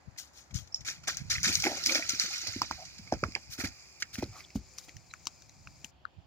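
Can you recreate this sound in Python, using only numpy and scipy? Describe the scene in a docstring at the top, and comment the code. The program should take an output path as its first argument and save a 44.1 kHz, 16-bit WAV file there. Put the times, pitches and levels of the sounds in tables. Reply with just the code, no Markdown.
"""A puff of breeze and the scuff of hooves on gravel: a horse comes down a bank, splashes through a
shallow pool and canters close past over turf into an open field. Hoof impacts excite damped thuds and
clacks; thrown stones and drops add up to granular noise, and trapped air rings as bubbles. Grass
rustles, leather creaks and the tack clinks once. Turbulence buffets the two ports of a small hand-held
microphone, over the faint murmur of open country."""
import sys
import numpy as np
from scipy import signal
from scipy.fft import rfft, irfft, next_fast_len
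from scipy.io import wavfile
from scipy.ndimage import map_coordinates

SR = 44100
rng = np.random.default_rng(int(sys.argv[2]) if len(sys.argv) > 2 else 0)


def persist_wave(psi):
    """Save psi, clipped to +-1, as 16-bit WAV."""
    counts = np.round(np.clip(psi, -1, 1) * 32767).astype(np.int16)
    wavfile.write(sys.argv[1], SR, np.atleast_2d(counts).T)


N = 276066


def from_db(db):
    """Amplitude ratio of a level in decibels."""
    return 10 ** (np.asarray(db) / 20)


def rms_one(x):
    """Normalisation to unit mean power."""
    return x / np.sqrt(np.mean(x ** 2) + 1e-20)


def clock():
    """Time of every sample [s]."""
    return np.arange(N) / SR


def curve(rows, s):
    """Linear interpolation of (time, value) rows at time s."""
    return np.interp(s, *np.transpose(rows))


def colour(x, points):
    """Zero-phase filtering by a (frequency [Hz], gain [dB]) curve."""
    hz, db = np.transpose(points)
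    size = next_fast_len(N + 4096)
    log_hz = np.log(np.arange(size // 2 + 1) * SR / size + 1)
    gain = from_db(np.interp(log_hz, np.log(hz), db))
    return irfft(rfft(x, size) * gain, size)[..., :N]


def band(x, low_hz, high_hz, order=2):
    """Causal Butterworth band-pass."""
    edges = [low_hz, min(high_hz, SR / 2 - 500)]
    return signal.sosfilt(signal.butter(order, edges, "band", fs=SR, output="sos"), x)


def noise(shape, low_hz, high_hz, order=2):
    """Band-limited Gaussian noise of unit rms."""
    return rms_one(band(rng.standard_normal(shape), low_hz, high_hz, order))


def pan(db):
    """Constant-power gains for a left-right level difference."""
    gains = from_db(np.array([db, -db]).reshape(2, -1) / 2)
    return gains / np.sqrt(np.mean(gains ** 2, axis=0))


def add(out, s, sound):
    """Superposition of a sound starting at time s."""
    at = max(round(s * SR), 0)
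    out[:, at:at + sound.shape[-1]] += sound[..., :max(N - at, 0)]


def swell(t, rise):
    """Impact envelope: quadratic onset, height 1 at `rise`, rapid decay."""
    return (t / rise) ** 2 * np.exp(2 - 2 * t / rise)


def fade(t, rise, t60):
    """Linear attack, then exponential decay by 60 dB in t60."""
    return np.minimum(t / rise, 1) * from_db(-60 * np.maximum(t - rise, 0) / t60)


def grains(spectrum, per_s, spread_db, cycles, clump_db, count=14):
    """Shot noise: random impacts excite `count` resonators, each with a t60 of `cycles` periods."""
    out = np.zeros((2, N))
    low_hz, high_hz = spectrum[0][0], spectrum[-1][0]
    for hz in np.geomspace(low_hz, high_hz, count):
        hits = np.flatnonzero(rng.random(N) < per_s / count / SR)
        clumps = np.interp(hits, np.linspace(0, N, 300), rng.normal(0, 1, 300))
        sizes_db = spread_db * np.minimum(rng.exponential(1, len(hits)), 3.5) + clump_db * clumps
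        sizes = from_db(sizes_db) * rng.choice([-1, 1], len(hits))
        skew = rng.integers(-2, 3, len(hits))  # scattered spots reach the ports at different times
        clicks = np.full((2, N), 1e-18)
        clicks[0, hits] = sizes
        clicks[1, np.clip(hits + skew, 0, N - 1)] = sizes * from_db(rng.normal(0, 0.74, len(hits)))
        radius, angle = from_db(-60 * hz / cycles / SR), 2 * np.pi * hz / SR
        feedback = [1, -2 * radius * np.cos(angle), radius ** 2]
        out += signal.lfilter(np.array([1, 0, -1]) * (1 - radius ** 2) / 2, feedback, clicks)
    return rms_one(colour(band(out, low_hz, high_hz), spectrum))


def hushed(at_s=5.905):
    """A 10 ms ramp from 0 to 1, where the rustle drops away and a thin hiss enters."""
    return np.clip((clock() - at_s) / .01, 0, 1)


# Spectrum of the open field: (frequency [Hz], gain [dB])
FIELD_SPECTRUM = [(25, -26.5), (70, 14.5), (110, -7), (280, 0), (480, -4), (800, -0.5), (1200, -11.5),
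                  (2200, -30.5), (3100, -22), (4500, -13), (7000, -39.5), (9000, -37)]
# Soft mid-range hiss: (time [s], level [dB])
MURMUR_LEVEL = [(0, -66.5), (0.7, -67.5), (1.4, -70), (3, -74.5)]
def field(level_db=-65, hiss_db=-74.5, hiss_hz=2975, width_hz=1100):
    """Ambient noise of open country, partly coherent between the ports, with a thin hiss at the end."""
    air = rng.standard_normal((2, N)) + 0.87 * rng.standard_normal(N)
    murmur = from_db(curve(MURMUR_LEVEL, clock())) * noise((2, N), 450, 2100, order=3)
    hiss = hushed() * rms_one(band(air, hiss_hz - width_hz / 2, hiss_hz + width_hz / 2))
    return from_db(level_db) * rms_one(colour(air, FIELD_SPECTRUM)) + murmur + from_db(hiss_db) * hiss


# Faint held tones: (time [s], duration [s], frequency [Hz], level [dB])
FAR_TONES = [(3.654, 1.45, 379.3, -74), (4.52, 0.53, 517, -74.5)]
def far_tones(waver_hz=2.9):
    """Far-off sinusoids swell and fade, wavering by slow random frequency modulation."""
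    out = np.zeros((2, N))
    for s, length, hz, db in FAR_TONES:
        size = int(length * SR)
        waver = np.interp(np.arange(size), np.linspace(0, size, 12), rng.normal(0, waver_hz, 12))
        phase = 2 * np.pi * np.cumsum(hz + waver) / SR
        add(out, s, from_db(db) * np.sqrt(2 * np.hanning(size)) * np.sin(phase))
    return out


# Strength of the breeze: (time [s], relative level [dB])
BREEZE_LEVEL = [(0.0, -76), (0.59, -72), (1.41, -48.5), (2.2, -66.5), (3.1, -60), (3.6, -75), (3.9, -73),
                (4.36, -63.5), (4.6, -70.5), (5.0, -65.5), (5.4, -67.5), (5.65, -59), (6.26, -77.5)]
# Air bumping a port: (time [s], relative level [dB], left-right [dB])
PUFFS = [(0.083, -32.5, 31), (0.531, -33, 11), (0.557, -22.5, 32), (0.813, -34, 32), (1.2198, -26.5, -29),
         (1.255, -37.5, -25), (1.381, -29.5, 37), (1.587, -30.5, -36), (2.495, -36.5, -18),
         (2.753, -41.5, -8), (2.886, -46, -34), (3.497, -39, 28), (4.144, -44, 4), (4.9642, -39, -29),
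         (6.187, -38, -32.5)]
def breeze(rumble_db=3, puff_db=-2.5, puff_hz=106.4, eddy_db=-13):
    """Turbulent pressure rumbles at the ports; single puffs bump one and trail off in eddies."""
    air = rng.standard_normal((2, N)) + 0.37 * rng.standard_normal(N)
    out = from_db(curve(BREEZE_LEVEL, clock()) + rumble_db) * rms_one(band(air, 53, 167, order=3))
    t, rise = np.arange(SR // 4) / SR, 0.52 / puff_hz
    bump = swell(t, rise) * np.cos(2 * np.pi * puff_hz * (t - rise))
    for s, db, side in PUFFS:
        eddies = noise(len(t), 69.5, 1.21 * puff_hz) * fade(t, 0.018, t60=0.28)
        add(out, s - rise, from_db(db + puff_db) * pan(side) * bump)
        add(out, s - .03, from_db(db + eddy_db) * pan(side) * eddies)
    return out


def nearness_db(pass_s=3.13, closest_m=7.8, speed_m_per_s=7.3):
    """Spherical spreading from a horse on a straight path, relative to its closest point."""
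    return -20 * np.log10(np.hypot(1, speed_m_per_s * (clock() - pass_s) / closest_m))


# Direction of the horse: (time [s], left-right [dB])
BEARING = [(0.2, 6), (0.55, 6.5), (0.85, 1.5), (2.1, 0), (2.6, -2.5), (3.35, -2.5), (4.4, 0.5), (4.8, 5),
           (5.3, 6.5), (5.75, 4), (6.05, 17)]
def bearing_db(s):
    """The level difference between the ports locates the horse at time s."""
    return curve(BEARING, s)


# Arrival-time difference: (time [s], lead of the left port [s])
LEFT_LEAD = [(0, .00014), (3.9, .00012), (4.6, 0), (5.9, -.00002), (6.05, -.00022)]
def arrival_delay(x):
    """A changing path difference shifts the horse's sound in time at the right port."""
    positions = np.arange(N) - curve(LEFT_LEAD, clock()) * SR
    return np.array([x[0], map_coordinates(x[1], [positions], order=3)])


# Spectrum of rustling grass and tack: (frequency [Hz], gain [dB])
RUSTLE_SPECTRUM = [(1100, -5.5), (1500, -10.5), (1900, -9), (2400, 3), (2900, -13.5), (3700, -13.5),
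                   (4900, 3.5), (5900, -3.5), (7100, -1), (8400, -18), (13500, -21.5), (15200, -16.5),
                   (16500, -26)]
def rustle(level_db=-54.5, stride_s=0.499, swing_db=1.5, bank_db=-6, hush_db=-16.5):
    """Dense tiny contacts of grass and tack, amplitude-modulated by stride and distance."""
    t = clock()
    stride_db = swing_db * np.cos(2 * np.pi * (t - 4.29) / stride_s)
    ground_db = bank_db * np.clip(1 - (t - 0.8) / 0.49, 0, 1)  # quieter on the bank
    stalks = grains(RUSTLE_SPECTRUM, per_s=18000, spread_db=2, cycles=40, clump_db=1.5, count=44)
    gain = from_db(level_db + nearness_db() + stride_db + ground_db + hush_db * hushed())
    return gain * pan(0.85 * bearing_db(t) * (1 - hushed())) * stalks


# Saddle and bridle leather: (time [s], duration [s], frequency [Hz], bandwidth [Hz], level [dB])
CREAKS = [(2.774, 0.078, 700, 195, -49), (4.32, 0.076, 810, 230, -59), (4.314, 0.12, 1230, 200, -57.5),
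          (4.438, 0.015, 3380, 410, -50), (5.1, 0.024, 4050, 270, -53.5)]
def creaks(slips_per_s=700, wobble=0.17):
    """Stick-slip friction: quick, uneven slips of leather excite one resonance."""
    out = np.zeros((2, N))
    for s, length, hz, width, db in CREAKS:
        size = int(length * SR)
        gaps = np.exp(rng.normal(0, wobble, size)) / slips_per_s
        slips = np.zeros(size)
        slips[np.minimum(np.cumsum(gaps) * SR, size - 1).astype(int)] = rng.standard_normal(size)
        ring = rms_one(band(slips, hz - width / 2, hz + width / 2))
        add(out, s, from_db(db) * ring * np.sqrt(np.hanning(size)))
    return out


# Modes of a metal piece of tack: (frequency [Hz], level [dB], t60 [s])
TACK_MODES = [(5324, -19, 0.019), (5860, -28, 0.0092), (5383, -45, 0.18), (6000, -49, 0.23),
              (6800, -48.5, 0.2), (8800, -51, 0.025)]
def tack(strike_s=.7438, touch_db=-48, chatter_db=-41):
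    """Modal ringing: metal touches metal, then chinks sharply and chatters in a narrow band."""
    out, t = np.zeros((2, N)), np.arange(SR // 3) / SR
    rough = noise((2, len(t)), 5250, 5550)
    modes = sum(from_db(db) * fade(t, 0.0017, t60) * np.sin(2 * np.pi * hz * t)
                for hz, db, t60 in TACK_MODES)
    add(out, strike_s - 0.022, from_db(touch_db) * rough[:, ::-1] * fade(t, 0.0028, t60=0.07))
    add(out, strike_s, modes + from_db(chatter_db) * rough * fade(t, 0.0028, t60=0.18))
    return out


POOL_ENTRY_S, POOL_RISE_S, POOL_HOLD_S = 1.248, 0.32, 0.93
POOL_PATTER_DB, POOL_FIZZ_DB = -55, -42.5
def churn(t60=1.66):
    """Agitation of the pool builds to 1, holds while the horse wades, then decays exponentially."""
    t = clock() - POOL_ENTRY_S
    since_exit = np.maximum(t - POOL_RISE_S - POOL_HOLD_S, 0)
    return np.clip(t / POOL_RISE_S, 0, 1) * from_db(-60 * since_exit / t60)


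def bubbles(level_db=-4, spread_db=9, glide=0.2, wade_s=1.5, wade_length_s=0.98, count=70):
    """Bubble resonance: air trapped by the wading legs rings and rises in pitch."""
    out, t = np.zeros((2, N)), np.arange(SR // 12) / SR
    for when, pitch, strength, side in rng.random((count, 4)):
        s, hz = wade_s + wade_length_s * when, 330 * 8 ** pitch
        t60 = 22 / hz
        phase = 2 * np.pi * hz * t * (1 + glide * np.minimum(t / t60, 1))
        ring = np.sin(phase) * fade(t, 0.00036, t60)
        gain = from_db(POOL_PATTER_DB + level_db + spread_db * strength)
        add(out, s, gain * pan(8 * (side - .5)) * ring)
    return out


# Air pockets opened by plunging legs: (time [s], level [dB], frequency [Hz], t60 [s])
PLOPS = [(1.482, -37, 327, 0.11), (1.636, -35, 805, 0.068), (1.649, -28.5, 304, .08),
         (1.666, -21.5, 347, 0.059), (1.666, -26.5, 810, 0.049), (1.679, -43, 675, .035),
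         (1.714, -38, 700, 0.038), (1.727, -37, 577, 0.064), (1.865, -41.5, 241, 0.088),
         (1.883, -37, 303, 0.075), (1.909, -35, 331, 0.11), (1.92, -35.5, 534, 0.086),
         (1.953, -28.5, 575, 0.037), (1.957, -36.5, 304, .06), (1.985, -33.5, 294, 0.052),
         (1.994, -34, 650, 0.052), (2.305, -47, 780, .06)]
def plops(glide=0.18, rise_cycles=1.1):
    """Cavity resonance: each air pocket rings hollow and rises in pitch as it closes."""
    out, t = np.zeros((2, N)), np.arange(SR // 6) / SR
    for s, db, hz, t60 in PLOPS:
        phase = 2 * np.pi * np.cumsum(hz * (1 + glide * np.minimum(t / t60, 1))) / SR
        add(out, s, from_db(db) * np.sin(phase) * fade(t, rise_cycles / hz, t60))
    return out


def settling_s(s, gravel_t60=0.19, water_t60=0.25, turf_t60=0.085):
    """Decay time of thrown grains, set by the ground underfoot at time s."""
    if s < POOL_ENTRY_S:
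        return gravel_t60
    return water_t60 if s < POOL_ENTRY_S + POOL_RISE_S + POOL_HOLD_S else turf_t60


# Grains thrown by a step: (time [s], rise [s], relative level [dB], depth [0 skim, 1 plunge])
SPRAYS = [(0.175, 0.014, -43, 0.13), (0.331, 0.057, -55, 0.071), (0.539, 0.021, -41, 0.054),
          (0.848, 0.038, -36.5, 0.29), (1.033, 0.0043, -53, 0.45), (1.072, 0.0085, -31, 0.45),
          (1.168, 0.012, -46, 0.36), (1.298, 0.012, -29.5, 0.17), (1.433, 0.0088, -28, 0.29),
          (1.473, 0.0061, -30.5, 0.42), (1.52, 0.023, -35, 0), (1.634, 0.0035, -36.5, 0.5),
          (1.656, 0.0057, -39.5, 0.91), (1.705, 0.0095, -49.5, 0.97), (1.766, 0.0053, -45, 0.65),
          (1.853, 0.013, -32.5, 0), (1.879, 0.033, -35, 0.61), (1.947, 0.012, -33, 0.6),
          (2.089, 0.0032, -32.5, 0.14), (2.19, 0.025, -32, 0.16), (2.29, 0.047, -39, 0.18),
          (2.464, 0.0065, -45, 0.67), (3.067, 0.0054, -58.5, 0.85), (2.621, 0.0089, -44, 0.71),
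          (2.711, 0.0037, -46.5, 0.73), (3.117, 0.019, -52.5, 1), (3.238, 0.0091, -53.5, 0.83),
          (3.353, 0.0024, -52, 1), (3.5, 0.036, -44.5, 0), (3.578, 0.031, -38.5, 0.55),
          (3.637, 0.01, -39.5, 0.73), (3.999, 0.0071, -48.5, 0.22), (4.129, 0.018, -44.5, 0.24),
          (4.176, 0.013, -47, 0.69), (4.221, 0.0057, -48.5, 0.72), (4.33, 0.069, -55.5, 0.63),
          (4.547, 0.012, -51.5, 0.27), (4.777, 0.0081, -51, 0.32), (4.82, 0.024, -61, 0),
          (4.882, 0.0025, -60, 0.93), (5.843, 0.0013, -63, 1)]
# Clumps landing: (time [s], relative fine-grain level [dB], relative middling-grain level [dB])
SPATTERS = [(0.16, -68, -61.5), (0.272, -59, -78), (0.506, -57, -57), (0.584, -49, -46), (0.672, -56, -79),
            (0.757, -46.5, -70), (0.806, -49.5, -59), (0.883, -43, -37.5), (1.143, -44, -61),
            (1.322, -44, -36), (1.352, -48, -34.5), (1.453, -29, -29), (1.488, -33, -38),
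            (1.526, -28.5, -46.5), (1.598, -31, -54), (1.66, -40.5, -32.5), (1.77, -43, -48),
            (1.836, -33, -51), (1.866, -31.5, -47), (1.891, -42.5, -32.5), (1.918, -28.5, -45),
            (1.978, -36.5, -36), (2.022, -61, -40.5), (2.144, -39.5, -48), (2.236, -39, -45.5),
            (2.258, -37.5, -45), (2.356, -39, -52), (2.378, -37, -52), (2.413, -38, -56),
            (2.469, -31.5, -62), (2.52, -46, -68), (2.85, -46, -61), (2.98, -46.5, -56.5),
            (3.602, -45, -42), (3.651, -38, -43.5), (3.67, -41, -52), (3.683, -50, -65)]
def spray_envelopes(slap_db=-13, trickle_db=-28, gurgle_db=-21):
    """Incoherent sources add in power: steps, clumps and churning water give four band envelopes."""
    power, t = np.zeros((4, 2, N)), np.arange(SR // 2) / SR
    big, middling, fine, top = power
    wading = churn()
    for s, rise, db, depth in SPRAYS:
        slap = from_db(slap_db) * fade(t, 0.0009, t60=0.085)
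        burst = slap + fade(t, rise, settling_s(s) + 1.2 * rise)  # a slower step trails longer
        trickle = from_db(trickle_db) * fade(t, rise, t60=1)
        gurgle = from_db(gurgle_db) * wading[int(s * SR)] * fade(t, rise, t60=0.213)
        gains = from_db(db) * pan(bearing_db(s))
        # a deeper step moves bigger grains and has less crisp top
        add(big, s, (gains * from_db(-34 + 44.5 * depth) * (burst + gurgle)) ** 2)
        add(middling, s, (gains * from_db(-13.5 + 16 * depth) * (burst + trickle)) ** 2)
        add(fine, s, (gains * burst) ** 2)
        add(top, s, (gains * from_db(-9.5 * depth) * burst) ** 2)
    clump = fade(t, .003, t60=.06)
    for s, fine_db, middling_db in SPATTERS:
        add(middling, s, (from_db(middling_db) * pan(bearing_db(s)) * clump) ** 2)
        add(fine, s, (from_db(fine_db) * pan(bearing_db(s)) * clump) ** 2)
    pool = wading * pan(-4)
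    big += (from_db(POOL_PATTER_DB - 18) * pool) ** 2
    middling += (from_db(POOL_PATTER_DB) * pool) ** 2
    fine += (from_db(POOL_FIZZ_DB) * pool) ** 2
    top += (from_db(POOL_FIZZ_DB - 13) * pool) ** 2
    return np.sqrt(power)


# Spectra of big, middling and fine grains: (frequency [Hz], gain [dB])
GULP_SPECTRUM = [(170, -13), (260, 3), (330, -1.5), (430, -4.5), (540, -0.5), (790, 0.5), (980, -11.5),
                 (1500, -15.5)]
PATTER_SPECTRUM = [(700, -30), (1050, -17), (1350, 2), (1700, 0), (2250, 6), (2520, 5), (2850, -15),
                   (3300, -2), (4200, -38)]
FIZZ_SPECTRUM = [(2800, -6.5), (3400, -11), (3900, -5), (4800, -3), (5800, -2.5), (7000, -6), (8400, -24),
                 (13500, -26.5), (15200, -21), (16500, -57.5)]
# Crisp top of thrown gravel, splashing water and grass: (time [s], gain [dB])
CRISP_GAIN = [(0, 1), (1.3, -32), (1.6, 2), (1.9, -8), (2.15, -17), (2.5, -34), (3.3, -31), (3.53, 3),
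              (4.3, 5), (4.83, 5), (5.9, 22), (6.0, -11)]
def spray(gulp_db=-2, patter_db=4, fizz_db=2.5, snap_db=-18):
    """Granular noise of thrown stones, drops and soil: the smaller the grain, the higher it rings."""
    big, middling, fine, top = spray_envelopes()
    gulps = grains(GULP_SPECTRUM, per_s=1500, spread_db=2, cycles=24, clump_db=1.5)
    patter = grains(PATTER_SPECTRUM, per_s=2600, spread_db=3, cycles=50, clump_db=2, count=28)
    mist = grains(FIZZ_SPECTRUM, per_s=13000, spread_db=3, cycles=90, clump_db=2, count=56)
    snaps = grains(FIZZ_SPECTRUM, per_s=50, spread_db=2, cycles=24, clump_db=1)
    fizz = from_db(fizz_db) * (mist + from_db(snap_db) * snaps)
    treble = colour(fizz, [(6500, -25), (9000, 8), (13300, 7.5), (15000, 8.5)])
    crisp = from_db(curve(CRISP_GAIN, clock())) * treble
    return (big * from_db(gulp_db) * gulps + middling * from_db(patter_db) * patter
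            + fine * fizz + top * crisp)


# Hooves striking the ground: (time [s], relative level [dB], frequency [Hz])
HOOFFALLS = [(0.548, -28, 160), (1.471, -26, 190), (1.495, -23, 253), (1.67, -29, 356), (2.136, -29, 243),
             (2.241, -35.5, 201), (2.5638, -22, 252), (2.6186, -27, 251), (2.7105, -29.5, 230),
             (2.9961, -34, 177), (3.128, -15, 266), (3.2327, -14.5, 387), (3.286, -29.5, 254),
             (3.363, -32.5, 334), (3.5903, -25.5, 255), (3.641, -18.5, 225), (3.652, -34, 251),
             (4.027, -40, 296), (4.1871, -19.5, 220), (4.231, -17, 287), (4.25, -40, 90),
             (4.295, -34, 95.5), (4.5583, -15, 207), (4.5735, -27.5, 201), (5.2697, -38, 262),
             (5.679, -44, 173), (5.846, -39.5, 216)]
def ground_rumble(level_db=-23, low_hz=48, high_hz=95):
    """The weight of each hoof excites low ground vibration, heard weaker with distance."""
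    out, t, near_db = np.zeros((2, N)), np.arange(SR // 3) / SR, nearness_db()
    for s, db, _ in HOOFFALLS:
        force = rng.standard_normal((2, len(t))) + rng.standard_normal(len(t))
        shake = rms_one(band(force, low_hz, high_hz)) * fade(t, 0.0085, t60=0.28)
        add(out, s, from_db(db + level_db + near_db[int(s * SR)]) * shake)
    return out


def thuds(level_db=-8.5, rise_cycles=0.93, sod_db=-9, crumble_db=-14, clod_db=-16):
    """Inelastic impact: a hoof thuds over a deeper push of sod; soil crumbles and three clods fall."""
    out, t, gains = np.zeros((2, N)), np.arange(SR // 4) / SR, pan(-1)
    for s, db, hz in HOOFFALLS:
        rise = rise_cycles / hz
        phase = 2 * np.pi * hz * (t - rise)
        thud = swell(t, rise) * np.cos(1.09 * phase)
        sod = from_db(sod_db) * swell(t, 1.82 * rise) * np.cos(0.35 * phase)
        soil = from_db(crumble_db) * noise(len(t), 87, 1.26 * hz, order=3) * fade(t, 2 * rise, t60=0.15)
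        add(out, s - rise, from_db(db + level_db) * gains * (soil - thud - sod))
        for lateness, pitch in rng.random((3, 2)):
            clod = swell(t, 0.6 * rise) * np.sin(phase * (1 + pitch))
            add(out, s + 0.018 * lateness, from_db(db + clod_db - 30 * lateness) * gains * clod)
    return out


def knock(t, hz, rise, spread=0.11):
    """Three close, heavily damped partials interfere, their phases new at each strike; peak 1."""
    partials = sum(size * np.cos(2 * np.pi * hz * ratio * (t - rise) + rng.normal(0, 0.62))
                   for ratio, size in [(1 - spread, .45), (1, .8), (1 + spread, .45)])
    sound = swell(t, rise) * partials
    return sound / np.abs(sound).max()


# Share of a contact scattered by the ground, least on the far turf: (time [s], gain [dB])
GROUND_SCATTER = [(3.4, -22.5), (4.5, -23), (5.3, -21), (6.05, -30.5)]
# Hard contacts of hoof, stone, water and tack, levels relative:
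# (time [s], knock [dB], knock [Hz], overtone [dB], overtone [Hz], tick [dB], tick [Hz])
CLACKS = [(0.5447, -62, 1700, -50, 3200, -34, 6440), (0.947, -66, 1500, -60, 3000, -53, 6760),
          (1.084, -33, 694, -46, 1500, -43, 5600), (1.09, -24, 1370, -48, 2410, -47, 5200),
          (1.171, -42, 1510, -46, 4850, -22.5, 6060), (1.3035, -38, 1900, -46, 4400, -26, 6250),
          (1.383, -22.5, 2060, -44, 3420, -48, 5200), (1.4317, -50, 2200, -40, 4600, -20.5, 6000),
          (1.446, -24, 1510, -25, 1980, -37, 6200), (1.5549, -28, 2280, -15, 4260, -13.5, 5930),
          (1.623, -38, 2210, -34, 4400, -21, 5560), (1.6407, -15, 2250, -27, 3430, -24, 5370),
          (1.653, -30, 1420, -23, 2250, -23, 5200), (1.6685, -23, 594, -17.5, 2240, -34.5, 4900),
          (1.8617, -23.5, 2230, -33, 4700, -12.5, 5420), (1.949, -46, 1510, -43, 2500, -16.5, 5330),
          (1.955, -23, 1930, -18.5, 3360, -22, 5170), (2.0952, -27, 2390, -19, 4430, -18.5, 6570),
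          (2.198, -34, 2400, -14, 4430, -16.5, 5730), (2.619, -16, 1080, -35, 2140, -18.5, 5450),
          (2.7117, -22.5, 960, -27.5, 1420, -28.5, 5000), (3.1247, -14.5, 700, -37.5, 1600, -28.5, 5800),
          (3.1385, -29, 644, -36, 1500, -33, 5600), (3.206, -62, 2270, -60, 4600, -47, 5500),
          (3.2383, -15.5, 1310, -23, 2300, -29.5, 5300), (3.322, -46, 2300, -52, 4400, -40, 5200),
          (3.3523, -17.5, 2350, -19, 4930, -34.5, 7340), (3.3632, -33.5, 890, -36, 1740, -52, 5160),
          (3.724, -57, 2200, -45, 4400, -61, 5000), (4.0241, -23.5, 1640, -27.5, 2970, -22.5, 5650),
          (4.0278, -20.5, 2130, -23.5, 4480, -38, 7500), (4.156, -33.5, 1770, -34.5, 2650, -35.5, 5200),
          (4.227, -23, 567, -35, 910, -52, 5600), (4.241, -49, 2300, -34, 4260, -49, 5470),
          (4.4064, -37, 2320, -60, 3300, -45, 5260), (4.505, -42, 2330, -65, 4030, -48.5, 5260),
          (4.558, -36.5, 675, -47.5, 1234, -56, 5250), (4.785, -46, 1190, -47, 2940, -30, 5570),
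          (4.8941, -36.5, 2300, -44, 4300, -47, 6100), (4.968, -45.5, 1900, -49, 2860, -42.5, 5800),
          (5.112, -44, 2230, -59, 3230, -60, 5200), (5.1386, -31.5, 1470, -32.5, 2340, -40, 6700),
          (5.256, -55, 1560, -58, 2700, -36.5, 5960), (5.2706, -29.5, 1120, -29.5, 3000, -24, 5350),
          (5.271, -36, 2400, -25, 4400, -31.5, 7100), (5.422, -53, 1590, -51, 3950, -46, 5700),
          (5.4952, -50, 2160, -50, 4170, -46, 6040), (5.6736, -37, 1370, -36, 2510, -45, 5000),
          (5.846, -29.5, 2800, -42, 4430, -35, 6470), (6.0535, -21, 1416, -43, 4300, -68, 4010)]
def clacks(knock_rise=.0016, overtone_rise=0.0012, tick_rise=0.00088):
    """Brief contact excites high modes: a graze, then knock, overtone and tick, with ground scatter."""
    out, t = np.zeros((2, N)), np.arange(SR // 6) / SR
    bright = rms_one(colour(noise(N, 2900, 10000), FIZZ_SPECTRUM))
    for s, knock_db, hz, overtone_db, overtone_hz, tick_db, tick_hz in CLACKS:
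        gains, tick_gains = pan(bearing_db(s) + 1), pan(bearing_db(s))
        rough = from_db(curve(GROUND_SCATTER, s)) * noise((2, len(t)), 0.707 * hz, 1.31 * hz, order=4)
        graze = rough[:, ::-1] * swell(t, 0.0069)
        scatter = rough * fade(t, 2 * knock_rise, t60=0.093)
        at = rng.integers(N - len(t))
        crack = bright[at:at + len(t)] * fade(t, 0.004, t60=0.045)
        body = knock(t, hz, knock_rise)
        overtone = knock(t, overtone_hz, overtone_rise, spread=0.07)
        tick = knock(t, tick_hz, tick_rise)
        glint = noise(len(t), 7500, 20000) * swell(t, tick_rise)
        add(out, s - .008, from_db(knock_db - 9) * gains * graze)
        add(out, s - knock_rise, from_db(knock_db - 1) * gains * (body + scatter))
        add(out, s - overtone_rise, from_db(overtone_db) * gains * overtone)
        add(out, s - tick_rise, from_db(tick_db + 3.5) * tick_gains * tick)
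        add(out, s - 0.0028, from_db(tick_db - 13) * tick_gains * crack)
        add(out, s - tick_rise, from_db(tick_db - 18) * tick_gains * glint)
    return out


def scene():
    """Linear superposition of the horse, the breeze and the field."""
    horse = thuds() + ground_rumble() + clacks() + tack() + creaks()
    horse = horse + plops() + bubbles() + spray() + rustle()
    return arrival_delay(horse) + breeze() + field() + far_tones()


# Response of each microphone port: (frequency [Hz], gain [dB])
LEFT_RESPONSE = [(900, 0), (1200, -1.8), (1900, -4), (2400, -8), (2750, -2), (3200, 2.2), (3700, 1.2),
                 (4300, -2.4), (5000, -4.8), (5600, 0), (6200, 3), (6800, 3.5), (9000, 2), (15000, 1)]
RIGHT_RESPONSE = [(900, 0), (1200, 1.2), (1900, 2), (2400, 2.7), (2750, 1.3), (3200, -4.8), (3700, -1.8),
                  (4300, 1.5), (5000, 2.2), (5600, 0), (6200, -9), (6800, -21), (8500, -23), (11000, -20),
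                  (13000, -14), (15000, -5)]
def record(dry, low_cut_hz=41, high_cut_hz=16300, dip_hz=435, dip_width_hz=70, dip_depth=0.48):
    """Frequency response: each port has its own tone; both share a narrow dip and band limits."""
    ports = np.array([colour(dry[0], LEFT_RESPONSE), colour(dry[1], RIGHT_RESPONSE)])
    ports -= dip_depth * band(ports, dip_hz - dip_width_hz / 2, dip_hz + dip_width_hz / 2, order=1)
    ports = signal.sosfilt(signal.butter(2, low_cut_hz, "high", fs=SR, output="sos"), ports)
    return signal.sosfilt(signal.ellip(10, .1, 80, high_cut_hz, fs=SR, output="sos"), ports)


dry = scene()
out = record(dry)
persist_wave(out)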